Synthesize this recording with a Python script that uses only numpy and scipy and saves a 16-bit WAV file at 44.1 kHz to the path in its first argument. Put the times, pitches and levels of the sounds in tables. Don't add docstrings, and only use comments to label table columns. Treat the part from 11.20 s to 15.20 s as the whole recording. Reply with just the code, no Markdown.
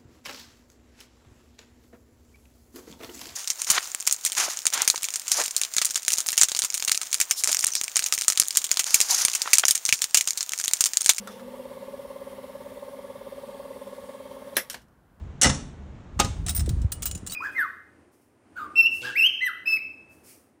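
import sys
import numpy as np
from scipy import signal
from scipy.fft import rfft, irfft
from scipy.io import wavfile
from scipy.ndimage import uniform_filter1d

SR = 44100
rng = np.random.default_rng(int(sys.argv[2]) if len(sys.argv) > 2 else 0)


def gain_from_db(level_db):
    decades = np.asarray(level_db, float) / 20
    return 10 ** decades


def put_to_file(sound):
    columns = np.atleast_2d(sound).T
    safe = np.clip(columns, -1, 1)
    whole_steps = np.round(safe * 32767)
    wavfile.write(sys.argv[1], SR, whole_steps.astype(np.int16))


N = 176400

STOP_S, GEAR_COAST_S = 3.368, 0.03
STEADY_TOP_HZ = 15680


def level(x, db):
    return x * gain_from_db(db) / np.sqrt(np.mean(x ** 2))


def line(table, x):
    return np.interp(x, *np.array(table, float).T)


def band(x, hz, width_hz):
    return signal.lfilter(*signal.iirpeak(min(hz, 19000), hz / width_hz, fs=SR), x)


def cut(x, hz):
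    return signal.sosfilt(signal.ellip(10, 0.3, 70, hz, fs=SR, output="sos"), x)


def walk(rate):
    k = int(SR / rate)
    steps = np.repeat(rng.standard_normal(N // k + 1), k)
    x = uniform_filter1d(uniform_filter1d(steps, k), k)[:N]
    return x / x.std()


def coloured(x, table, peaks=()):
    f = np.arange(N // 2 + 1) * SR / N + 1
    hz, spectrum_db = np.array(table).T
    db = np.interp(np.log(f), np.log(hz), spectrum_db, left=-60)
    for hz, width_hz, boost_db in peaks:
        db = db + boost_db / (1 + (2 * (f - hz) / width_hz) ** 2)
    return irfft(rfft(x) * gain_from_db(db), N)


# start_s, speed_turns_per_s
SPEED = [(0.0, 13.61), (0.12, 15.312), (0.25, 16.91), (0.45, 17.251), (0.7, 17.881), (0.9, 18.07),
         (1.15, 17.758), (1.4, 18.118), (1.6, 18.393), (1.8, 18.292), (1.95, 17.753), (2.15, 17.962),
         (2.35, 18.476), (2.52, 18.342), (2.68, 18.042), (2.9, 18.234), (3.1, 18.321), (3.36, 18.464)]
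START_TURN = -0.396


def cam_shaft(t):
    speed = line(SPEED, t)
    return speed, START_TURN + np.cumsum(speed) / SR


# start_s, level_db
EFFORT = [(0, -16.5), (.2, -5.5), (.45, -0.5), (1.2, -1.5), (1.6, -2), (2.4, -1.5), (3.36, -3.5)]
# pitch_per_cam_speed, centre_turns, width_turns, level_db, scatter_0_to_1
CLAW = [
    (30.18, -.012, 0.096, -29.5, .12),
    (28.5, -.27, 0.069, -43.5, 0.2),
    (30.05, .2, 0.039, -46.5, 0.7),
    (22.18, .06, 0.22, -47, 0.44),
    (50, -0.0095, 0.053, -43, 0.5),
    (57.7, 0.11, 0.031, -45, 0.3),
    (181, -0.62, 0.015, -56, .95),
    (185, -0.026, 0.033, -61, .95),
]
RISE_SHARE = 0.75
BODY_HOLD = 0.53
PITCH_SCATTER = 0.064


def claw(t, turns, speed):
    out = 0
    for multiple, centre, width, db, scatter in CLAW:
        turn = np.round(turns - centre)
        p = turns - centre - turn
        size, slip, pitch = rng.standard_normal((80, 3))[turn.astype(int) + 1].T
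        shape = np.exp(-0.5 * (p / (width * np.where(p < 0, RISE_SHARE, 1))) ** 2)
        held = (speed[-1] / speed) ** BODY_HOLD
        cycles = multiple * held * (1 + PITCH_SCATTER * scatter ** 2 * pitch) * p
        ring = np.cos(2 * np.pi * cycles + 4 * scatter ** 2 * slip)
        out = out + gain_from_db(db + 4 * scatter * size) * shape * ring
    return out * gain_from_db(line(EFFORT, t))


# motor_multiple, level_db, wobble_db, swell_per_cam_turn_0_to_1
WHINE = [
    (1, -58, 0.5, .2),
    (2, -57.5, -3.5, 0),
    (3, -65.5, 1, .3),
    (4, -62, 2.5, 0.6),
]
MOTOR_RATIO = 14.5
HOUSING_HZ, HOUSING_WIDTH_HZ, HOUSING_DB = 242, 8, 11


def whine(turns, speed):
    out = 0
    for k, db, wobble_db, swell in WHINE:
        hz = k * MOTOR_RATIO * speed
        lift = HOUSING_DB / (1 + ((hz - HOUSING_HZ) / HOUSING_WIDTH_HZ) ** 2)
        slow_loss = (k > 1) * 2.5 * (speed[-1] - speed)
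        size = gain_from_db(db + 4.5 + lift - slow_loss + wobble_db * walk(10))
        swelling = 1 + swell * np.cos(2 * np.pi * turns)
        phase = 2 * np.pi * k * MOTOR_RATIO * turns + 0.067 * k * walk(10)
        out = out + size * swelling * np.sin(phase)
    return out


BUZZ_HZ, BUZZ_DB, BUZZ_ROUGH_DB = 199.6, -56.5, 3
BUZZ_START_DB, BUZZ_SETTLE_S = 12, 0.19


def buzz(t):
    db = BUZZ_DB + BUZZ_START_DB * np.exp(-t / BUZZ_SETTLE_S) + BUZZ_ROUGH_DB * walk(10)
    return gain_from_db(db) * np.sin(2 * np.pi * BUZZ_HZ * t + 0.4 * walk(5.9))


PATCH_DB, PATCH_RATE = 1.2, 6


def patchy(x):
    spec = rfft(x)
    octave = np.log2(np.arange(N // 2 + 1) * SR / N + 1)
    out = 0
    for centre in np.arange(6, 14.5, 0.125):
        part = irfft(spec * np.clip(1 - 8 * abs(octave - centre), 0, 1), N)
        out = out + part * gain_from_db(PATCH_DB * walk(PATCH_RATE))
    return out


RIPPLE_DB, RIPPLE_HZ = 2, 35


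def ripple(x):
    k = int(RIPPLE_HZ * N / SR)
    db = uniform_filter1d(uniform_filter1d(rng.standard_normal(N // 2 + 1), k), k)
    return irfft(rfft(x) * gain_from_db(RIPPLE_DB * db / db.std()), N)


FAN_COAST_S, FAN_REST_S, FAN_FADE_S = 0.18, 3.56, 0.012


def fan(t):
    coast = np.maximum(t - STOP_S, 0) / FAN_COAST_S
    rest = np.maximum(t - FAN_REST_S, 0) / FAN_FADE_S
    return np.exp(-coast - rest)


# pitch_hz, level_db_per_hz
HISS = [(71, -53), (120, -24.5), (261, -8), (327, -23), (557, -3.5), (670, -13.5), (892, -21.5),
        (1400, -20), (16000, -29)]
# pitch_hz, width_hz, boost_db
CASE = [(212, 48, 3.5), (410, 40, 5), (550, 70, 3.5), (801, 14, 5.5), (912, 140, 11.5), (1128, 220, 10),
        (1692, 32, 7.5), (2003, 450, 7.5), (3250, 780, 4.5), (4250, 35, 0), (5640, 300, 3),
        (6780, 2900, -5), (8730, 290, 5.5), (9920, 350, 7), (13400, 5100, 2)]
HISS_DB, FLICKER_DB, GRIT_DB = -48, 0.5, -0.5
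RUNUP_DB, RUNUP_S = 1, 0.075


def hiss(t):
    grit = rng.standard_normal(N) * gain_from_db(GRIT_DB * walk(1500) + FLICKER_DB * walk(60))
    x = level(ripple(patchy(coloured(grit, HISS, CASE))), HISS_DB)
    low = signal.sosfilt(signal.butter(2, 1300, fs=SR, output="sos"), x)
    air = (x - low) * gain_from_db(RUNUP_DB * np.exp(-t / RUNUP_S))
    gears = 0.78 + 0.65 * np.exp(-np.maximum(t - STOP_S, 0) / GEAR_COAST_S)
    return fan(t) * (air + low * gears)


# pitch_hz, level_db_per_hz
ROOM = [(15, -54.5), (25, -30), (48, -4), (97, -6.5), (145, -6.5), (427, -18.5), (1500, -23.5), (3500, -47)]
ROOM_DB, DUCK_DB, DUCK_RECOVER_S = -58.5, -3.5, 0.11


def room_tone(t):
    tone = level(coloured(rng.standard_normal(N) * gain_from_db(1.12 * walk(9)), ROOM), ROOM_DB)
    recovery = np.exp(-(np.maximum(t - STOP_S, 0) / DUCK_RECOVER_S) ** 2)
    return tone * gain_from_db(DUCK_DB * (t > STOP_S) * recovery)


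# pitch_hz, width_hz, level_db
LATCH = [(1247, 135, 10.5), (1670, 55, 5), (3530, 140, -1.5), (4830, 260, -7), (7900, 280, -31)]
STOP = [(251, 25, -5), (425, 42, -9.5), (555, 70, 4), (1250, 360, -8.5), (1690, 86, -1.5), (1944, 150, 3),
        (3294, 220, -8), (5390, 250, -4.5), (7800, 500, -13), (10760, 170, 2), (11900, 1000, -9),
        (13400, 600, -16)]
SPRING = [(550, 150, -12), (1650, 120, -5), (3050, 230, -3.5), (4000, 220, -5), (5500, 340, -2),
          (6750, 200, -9.5), (8700, 600, -3), (12970, 900, -13.5)]
REBOUND = [(216, 19, 13.5), (520, 220, 1.5), (815, 140, -11), (1580, 140, -1), (2180, 110, -14),
           (2770, 190, -7.5), (4130, 180, -14), (5800, 300, -32)]
CREAK = [(3950, 98, 6.5), (5900, 400, -7)]
SLIDE = [(3450, 120, 1), (2970, 150, -1), (5300, 500, -7)]
BROAD_DB = [
    -13,
    -12.5,
    -8.5,
    -19,
    -32,
    -18,
]
# start_s, level_db, crack_ms, tail_db, tail_t60_s
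KEYS = [(0.073, -28.5, 1.3, -12, 0.15), (.1, -48, 15, 2, 0.44), (0.192, -50, 5.4, -5, 0.074),
        (3.353, -39.5, 5.6, 3, .2), (3.365, -37, 0.56, -13, 0.093), (3.3673, -11, 1.35, -8, 0.14),
        (3.4992, -23, 0.57, -10, 0.14), (3.529, -39, 2.5, -10, 0.12), (3.5419, -28.5, 3, -9.5, 0.2),
        (3.617, -57.5, 1.5, -7, 0.11), (3.683, -67.5, 1.3, -11, .05)]
KEY_KIND = [0, 5, 0, 4, 2, 1, 2, 2, 3, 2, 2]
CRACK_WIDEN, TAIL_WIDEN = 2.22, 2.05
BROAD_HZ, BROAD_TOP_HZ, KEY_BASS_HZ, TAIL_TOP_HZ = 598, 11000, 160, 15000


def keys():
    out = np.zeros(N + SR)
    s = np.arange(SR // 2) / SR
    colours = (LATCH, STOP, SPRING, REBOUND, CREAK, SLIDE)
    broad = signal.butter(1, [BROAD_HZ, BROAD_TOP_HZ], "band", fs=SR, output="sos")
    for (at, db, crack_ms, tail_db, t60), kind in zip(KEYS, KEY_KIND):
        hit, rattle = rng.standard_normal((2, len(s)))
        if kind != 1:
            hit = cut(hit, STEADY_TOP_HZ)
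        age = s * 1000 / crack_ms
        crack = hit * age * np.exp(1 - age)
        tail = cut(rattle, TAIL_TOP_HZ) * gain_from_db(tail_db - 60 * s / t60) * (1 - np.exp(-age))
        ring = gain_from_db(BROAD_DB[kind]) * signal.sosfilt(broad, crack + tail)
        for hz, width_hz, peak_db in colours[kind]:
            crack_ring = band(crack, hz, CRACK_WIDEN * width_hz)
            tail_ring = 1.46 * band(tail, hz, TAIL_WIDEN * width_hz)
            ring = ring + gain_from_db(peak_db) * (crack_ring + tail_ring)
        i = int(at * SR)
        out[i:i + len(s)] += ring * gain_from_db(db + 3)
    return signal.sosfilt(signal.butter(2, KEY_BASS_HZ, "high", fs=SR, output="sos"), out[:N])


GEAR_RUN_ON_S = 0.015


def scene():
    t = np.arange(N) / SR
    speed, turns = cam_shaft(t)
    geared = np.exp(-np.maximum(t - STOP_S - GEAR_RUN_ON_S, 0) / GEAR_COAST_S)
    machine = geared * (claw(t, turns, speed) + whine(turns, speed) + buzz(t))
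    steady = cut(hiss(t) + room_tone(t), STEADY_TOP_HZ)
    return (machine + keys() + steady)[None]


# pitch_hz, level_db_per_hz
SELF_NOISE = [(1500, -10.5), (3000, 2), (6500, -7), (10000, -3), (16000, -5.5)]
SELF_NOISE_DB = -79


def microphone_hiss():
    return cut(level(coloured(rng.standard_normal(N), SELF_NOISE), SELF_NOISE_DB), STEADY_TOP_HZ)


def band_limit(x):
    return signal.sosfilt(signal.butter(12, 17010, fs=SR, output="sos"), x)


def record(dry):
    mix = cut(dry + microphone_hiss(), 16800)
    return band_limit(mix)


dry = scene()
out = record(dry)
put_to_file(out)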